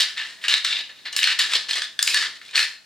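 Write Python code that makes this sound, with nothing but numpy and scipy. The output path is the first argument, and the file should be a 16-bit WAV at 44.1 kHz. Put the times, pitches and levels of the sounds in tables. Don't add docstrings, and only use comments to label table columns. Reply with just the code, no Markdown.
import sys
import numpy as np
from scipy import signal
from scipy.fft import rfft, irfft, next_fast_len
from scipy.io import wavfile

SR = 44100
rng = np.random.default_rng(int(sys.argv[2]) if len(sys.argv) > 2 else 0)


def transcribe(u):
    v = np.clip(np.atleast_2d(u).T, -1, 1)
    q = np.round(v * 32767).astype(np.int16)
    wavfile.write(sys.argv[1], SR, q)


N = 125685

# start_s, length_s, start_level_db, end_level_db, thud_db, hollow_db, shell_db, treble_db, fizz_db
STROKES = [(-0.005, 0.044, -7, -25.5, 0, -8.5, -5, -3, 2), (0.027, 0.13, -31, -49.5, -4, 8, -9, -1, -9),
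           (0.16, 0.015, -33, -44, 0, 10, 0, 1, -8), (0.173, 0.067, -28, -39.5, 6, 8.5, 8, -1, -21),
           (0.243, 0.18, -40.5, -60, 16.5, 5.5, 6.5, 7.5, 3), (0.41, 0.027, -47.5, -45, 18, 5, 9.5, 1, 14),
           (0.438, 0.035, -27, -36.5, 4, 7, 4, 0.5, -8), (0.481, 0.1, -22, -27, 5, 2.5, -1, 0.5, -8),
           (0.64, 0.093, -26, -29.5, -1.5, 1, 0.5, -1, -21),
           (0.715, 0.099, -34, -33, 13, -2.5, 8.5, -3, -8), (0.889, 0.042, -40, -56.5, 20, 9, 3, -5, -14),
           (0.958, 0.12, -52, -55, 13, -1, 2, -8, -6), (1.049, 0.039, -39, -42, 13.5, 10, 9.5, -6, -11),
           (1.121, 0.043, -31, -40, 10, -2, -9, 1, -2), (1.166, 0.04, -22.5, -30, -6, -4, 1, -5, 15.5),
           (1.21, 0.12, -30, -25, 6, 8, 8, 1.5, -8), (1.387, 0.1, -17, -36, 4, -0.5, 4.5, 3.5, 0),
           (1.49, 0.078, -32.5, -21.5, 13, 1, 4.5, 5.5, -3),
           (1.683, 0.061, -25, -31.5, 9.5, 1.5, -3, 3.5, -5),
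           (1.751, 0.045, -23.5, -30.5, 13, -3.5, 2, 2.5, -3),
           (1.815, 0.036, -26.5, -30.5, -10, -2.5, -16, -1, -12),
           (1.99, 0.073, -32.5, -34.5, 0, 4, -8, 1.5, 0), (2.068, 0.072, -21.5, -29.5, 5, -4.5, -8, 6, 7),
           (2.138, 0.13, -20.5, -29.5, 1.5, 3.5, -4.5, 1.5, -16),
           (2.352, 0.023, -44, -49.5, 7, -19, 10, 6.5, -2), (2.411, 0.12, -51, -49.5, 14.5, 0.5, -1, 3, 2),
           (2.527, 0.026, -51.5, -30, 20, 11.5, 10, 5, -4), (2.558, 0.095, -20.5, -32.5, 7, 6.5, 1.5, 5, 7)]
RISE_S, FALL_S = 0.0061, 0.0053
SLIPS_PER_S, SLIP_SPREAD_DB, SLIP_T60_S = 220, 7.5, 0.013
HISS_SHARE = 0.49
OWN_SHARE = 0.54

# start_s, level_db, pitch_hz, thud_db, hollow_db, shell_db, treble_db, fizz_db
CLICKS = [(0.172, -18, 1890, 7, 19, 21, -6, -4), (0.2158, -9, 1840, 0, -1, -12, -2, -8),
          (0.4394, -14.5, 1870, 0, 13, 15, 9, 6), (0.4515, -12.5, 1740, 0, -8, 12, 0, -8),
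          (0.4819, 3, 2860, 7, -3, -1, 4.5, 10), (0.5249, -1.5, 3750, -6, 11, -8, -1, 0),
          (0.539, 5, 3745, 12.5, 5.5, 9, 4, -9), (0.647, -2, 3670, -1, 9.5, -17, 16.5, 8),
          (0.6714, -10, 3540, -4, -6, 0, -3, 3), (0.7272, -14.5, 3640, 13, -7, 26.5, -10, -10),
          (1.061, -19.5, 4080, 6, -7, 2, -4, -3), (1.128, -22.5, 2900, 0, 0, -8, 29.5, 24),
          (1.1639, -1.5, 4820, 2, 5, 5, 17.5, 19), (1.1894, -3, 3830, -12, 8, 15.5, -7, -4),
          (1.213, -8, 2950, -22, 0, 5, -3, 4), (1.2296, -5.5, 5830, -12, -9, 22, 17, 16),
          (1.2407, 5, 4290, 1, -4, 9, 0, 8), (1.2723, 0.5, 3830, 3, 12, -4, -3, 6),
          (1.3911, -5.5, 1740, 8, -8, 13, 18, 25), (1.5346, -2.5, 3320, 14, 14.5, 9, 15.5, 3),
          (1.5535, 1, 4090, 0, -11, 8.5, 7, 3), (1.6897, -18, 3070, 2, 17, -6, 1, 5),
          (1.7095, -2, 4210, 6, 3, 12.5, -2, 6), (1.7323, -6, 3280, 13, -3, -12, 10, 6),
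          (1.7555, -20, 2050, -2, -5, -2, 29, 16), (1.8192, -6.5, 3500, -12, 12.5, 7, 11, -12),
          (1.9904, 1.5, 3460, -24, 9, -26, 9.5, -9), (2.0266, 2.5, 4945, 4, 4.5, -14, 16.5, 24),
          (2.063, -12, 4830, -18, 9, 4, 7, 8), (2.0751, -0.5, 2585, 17.5, 5, 15, 8, 21),
          (2.1441, -1, 4360, 4, 12.5, 3, 15, 18.5), (2.2252, -8, 1830, -18, 12, 3, 14, -1),
          (2.4141, -22.5, 2170, -3, 15, 9, -9, -1), (2.4608, -26, 3480, 0, 1, 0, 9, -5),
          (2.4906, -22.5, 2440, 9, 2, 0, -5, 4), (2.5101, -24.5, 3760, 0, 3, 9, 18.5, 6),
          (2.5556, 1, 4340, 1, 2, 14.5, 10.5, -8), (2.5772, 3, 2570, 13, -8, -8, -9, -1),
          (2.592, -0.5, 4100, -8, 15, 1, 5, 8), (2.6282, -2.5, 4360, -13, 5, -10, -4, 6)]
CLICK_RISE_S, FIZZ_RISE_S = 0.0014, 0.00071
CRACK_T60_S, FIZZ_T60_S, RING_T60_S = 0.012, 0.0091, 0.014
CRACK_DB, RING_DB, RING_BLUR_HZ = -10, -4, 40
SING_DB, SING_WIDTH_HZ = 11, 200
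NECK_HZ, NECK_WIDTH_HZ, NECK_DB = 1745, 65, 12

# start_s, length_s, level_db
GRIPS = [(0.656, 0.11, -65.5), (1.4, 0.12, -64.5), (2.068, 0.25, -56.5), (2.547, 0.084, -63)]
GRIP_HZ, GRIP_WIDTH_HZ = 342, 270

# frequency_hz, density_db (per Hz)
BODY_COLOUR = [(120, -64), (230, -43), (400, -29), (774, -26), (1350, -12.5), (2140, -5), (3700, -0.5),
               (6020, -13.5), (8560, -17.5), (16000, -36.5)]
# frequency_hz, width_hz, lift_db
BODY_MODES = [(1740, 110, -5), (1897, 190, 6), (2847, 250, 3.5), (3754, 220, 3), (4270, 170, 5.5),
              (5050, 1480, 5.5), (7150, 110, 7.5), (8700, 1120, 3.5)]
RANGE_EDGES_HZ = [900, 2200, 3300, 5600, 10000]
RING_FROM_HZ = 700

# frequency_hz, t60_s
WALL_DECAY = [(300, 0.46), (2000, 0.35), (5500, 0.36), (14000, 0.38)]
# frequency_hz, gain_db
WALL_COLOUR = [(300, -4), (2000, -1), (6000, -3), (15000, -9.5)]
# frequency_hz, side_over_mid_db
WALL_SIDE = [(60, -12), (180, -7), (550, -16.5), (1650, -12.5), (4970, -6.5), (15000, 2)]
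WALL_DB, WALL_START_S, WALL_BUILD_S = -1.5, 0.003, 0.0014

# frequency_hz, left_over_right_db
PORT_LEFT_DB = [(200, 0), (700, 3), (2500, 0.5), (6000, 1.5), (12000, 0)]
# frequency_hz, lead_rad
PORT_LEAD = [(500, 0.27), (5000, 0.57), (7000, 1), (9000, -1.48), (15000, -1.6)]

# frequency_hz, density_db (per Hz)
AIR_COLOUR = [(25, -30), (90, -12), (250, -9.5), (760, -15.5), (2000, -10), (6000, -14), (16000, -29.5)]
# time_s, level_db
AIR_LEVEL = [(0, -56.5), (2.5, -58), (2.75, -60.5)]
# frequency_hz, side_over_mid_db
AIR_SIDE = [(25, -9), (60, -6), (180, 6.5), (500, -1), (15000, -2.5)]
HUM_HZ, HUM_WIDTH_HZ, HUM_DB = 652.4, 7.2, 17
TOP_HZ = 15900


def scraping():
    t = np.arange(N) / SR
    when = rng.random((7, N)) < SLIPS_PER_S / SR
    size = amp(SLIP_SPREAD_DB * np.clip(rng.standard_normal((7, N)), -2, 2))
    decay_per_sample = amp(-60 / (SLIP_T60_S * SR))
    slips = unit(signal.lfilter([1], [1, -decay_per_sample], when * size))
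    mixed_slips = OWN_SHARE * slips[1:] + (1 - OWN_SHARE) * slips[0]
    roughness = unit(HISS_SHARE + (1 - HISS_SHARE) * mixed_slips)
    grit = rng.standard_normal(N) * roughness

    push = np.zeros((6, N))
    for start, length, start_db, end_db, *colour in STROKES:
        age = t - start
        fade_in = np.clip(age / RISE_S, 0, 1)
        fade_out = np.clip((length - age) / FALL_S + 1, 0, 1)
        level_db = start_db + (end_db - start_db) * np.clip(age / length, 0, 1)
        push += range_gains(*colour) * fade_in * fade_out * amp(level_db)

    scrape = rung(push * grit)
    sung = singing(push[3] * grit[3])
    neck_air = neck(push[1] * rng.standard_normal(N))
    return scrape + sung + neck_air


def clicks():
    t = np.arange(SR // 20) / SR
    push, ring = np.zeros((6, N + SR)), np.zeros(N + SR)
    crack_rise = np.array([[CLICK_RISE_S]] * 5 + [[FIZZ_RISE_S]])
    crack_t60 = np.array([[CRACK_T60_S]] * 5 + [[FIZZ_T60_S]])
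    crack_shape = (1 - np.exp(-t / crack_rise)) * amp(-60 * t / crack_t60)
    ring_shape = (1 - np.exp(-t / CLICK_RISE_S)) * amp(-60 * t / RING_T60_S)

    for start, level_db, pitch, *colour in CLICKS:
        crack, drift = rng.standard_normal((2, len(t)))
        first = round(start * SR)
        at = slice(first, first + len(t))
        push[:, at] += range_gains(*colour) * amp(level_db + CRACK_DB) * crack_shape * crack
        blur = np.sqrt(2 * np.pi * RING_BLUR_HZ / SR) * np.cumsum(drift)
        ring[at] += amp(level_db + RING_DB) * ring_shape * np.sin(2 * np.pi * pitch * t + blur)
    return rung(push[:, :N]) + without_bass(ring[:N]) + neck(push[1, :N])


def rung(push):
    def response(hz):
        low_passes = [1 / (1 + (hz / edge) ** 6) for edge in RANGE_EDGES_HZ]
        below = np.array([0 * hz] + low_passes + [1 + 0 * hz])
        ranges = np.diff(below, axis=0)
        return body(hz) * ranges
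    return filtered(push, response).sum(0)


def body(hz):
    db = along(BODY_COLOUR, hz)
    for centre, width, lift_db in BODY_MODES:
        db = db + lift_db / (1 + (2 * (hz - centre) / width) ** 2)
    gain = amp(db) / np.sqrt(np.mean(amp(db) ** 2))
    cepstrum = irfft(np.log(gain + 1e-6))
    index = np.arange(len(cepstrum))
    fold = np.clip(2 * np.sign(len(cepstrum) // 2 - index), 0, 2) - (index == 0)
    return np.exp(rfft(cepstrum * fold))


def range_gains(thud_db, hollow_db, shell_db, treble_db, fizz_db):
    return amp([[thud_db], [hollow_db], [shell_db], [0], [treble_db], [fizz_db]])


def singing(grit):
    out, silence = np.zeros(N + SR), np.zeros(SR // 20)
    edges = [round(row[0] * SR) for row in CLICKS] + [N]
    for row, first, last in zip(CLICKS, edges, edges[1:]):
        pitch = row[2]
        peak = signal.iirpeak(pitch, pitch / SING_WIDTH_HZ, SR)
        part = signal.lfilter(*peak, np.r_[grit[first:last], silence])
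        out[first:first + len(part)] += part
    return amp(SING_DB) * without_bass(out[:N])


def neck(push):
    peak = signal.iirpeak(NECK_HZ, NECK_HZ / NECK_WIDTH_HZ, SR)
    return amp(NECK_DB) * without_bass(signal.lfilter(*peak, push))


def without_bass(x):
    return signal.sosfilt(signal.butter(4, RING_FROM_HZ, "high", fs=SR, output="sos"), x)


def grip():
    t = np.arange(N) / SR
    band = signal.iirpeak(GRIP_HZ, GRIP_HZ / GRIP_WIDTH_HZ, SR)
    once = signal.lfilter(*band, rng.standard_normal(N))
    rumble = unit(signal.lfilter(*band, once))
    level = np.zeros(N)
    for start, length, level_db in GRIPS:
        progress = np.clip((t - start) / length, 0, 1)
        level += amp(level_db) * np.sqrt(np.abs(np.sin(np.pi * progress)))
    return rumble * level


def walls(x, size=4096):
    out = np.zeros((2, N + SR))
    for first in range(0, N, size):
        hz, t, spectrum = signal.stft(rng.standard_normal((2, SR // 2)), SR, nperseg=128)
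        decay = amp(-60 * t / along(WALL_DECAY, hz)[:, None])
        tail = signal.istft(spectrum * decay, SR, nperseg=128)[1]
        age = np.arange(tail.shape[1]) / SR
        tail = tail / np.linalg.norm(tail[0]) * (1 - np.exp(-age / WALL_BUILD_S))
        wet = signal.fftconvolve(x[None, first:first + size], tail, axes=1)
        at = first + round(WALL_START_S * SR)
        out[:, at:at + wet.shape[1]] += wet

    def response(hz):
        return amp(along(WALL_COLOUR, hz) + [0 * hz, along(WALL_SIDE, hz)])
    mid, side = filtered(out[:, :N], response)
    return np.array([mid + side, mid - side])


def air():
    def response(hz):
        hum_db = HUM_DB / (1 + (2 * (hz - HUM_HZ) / HUM_WIDTH_HZ) ** 2)
        return amp(along(AIR_COLOUR, hz) + hum_db + [0 * hz, along(AIR_SIDE, hz)])
    mid, side = unit(filtered(rng.standard_normal((2, N)), response))
    level_db = np.interp(np.arange(N) / SR, *np.transpose(AIR_LEVEL))
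    return amp(level_db) * np.array([mid + side, mid - side])


def amp(db):
    return 10 ** (np.asarray(db) / 20)


def unit(x):
    return x / np.sqrt(np.mean(x ** 2) + 1e-20)


def along(points, hz):
    f, v = np.transpose(points)
    return np.interp(np.log(hz + 1), np.log(f + 1), v)


def filtered(x, response):
    m = 2 * next_fast_len(N // 2 + SR // 4, real=True)
    return irfft(rfft(x, m) * response(np.fft.rfftfreq(m, 1 / SR)), m)[..., :N]


def scene():
    dry = scraping() + clicks() + grip()
    half = np.array([[0.5], [-0.5]])
    direct = filtered(dry, lambda hz: np.exp(1j * half * along(PORT_LEAD, hz)))
    sound = direct + amp(WALL_DB) * walls(dry)
    return filtered(sound, lambda hz: amp(half * along(PORT_LEFT_DB, hz))) + air()


def record(dry):
    return filtered(dry, lambda hz: hz < TOP_HZ)


dry = scene()
out = record(dry)
transcribe(out)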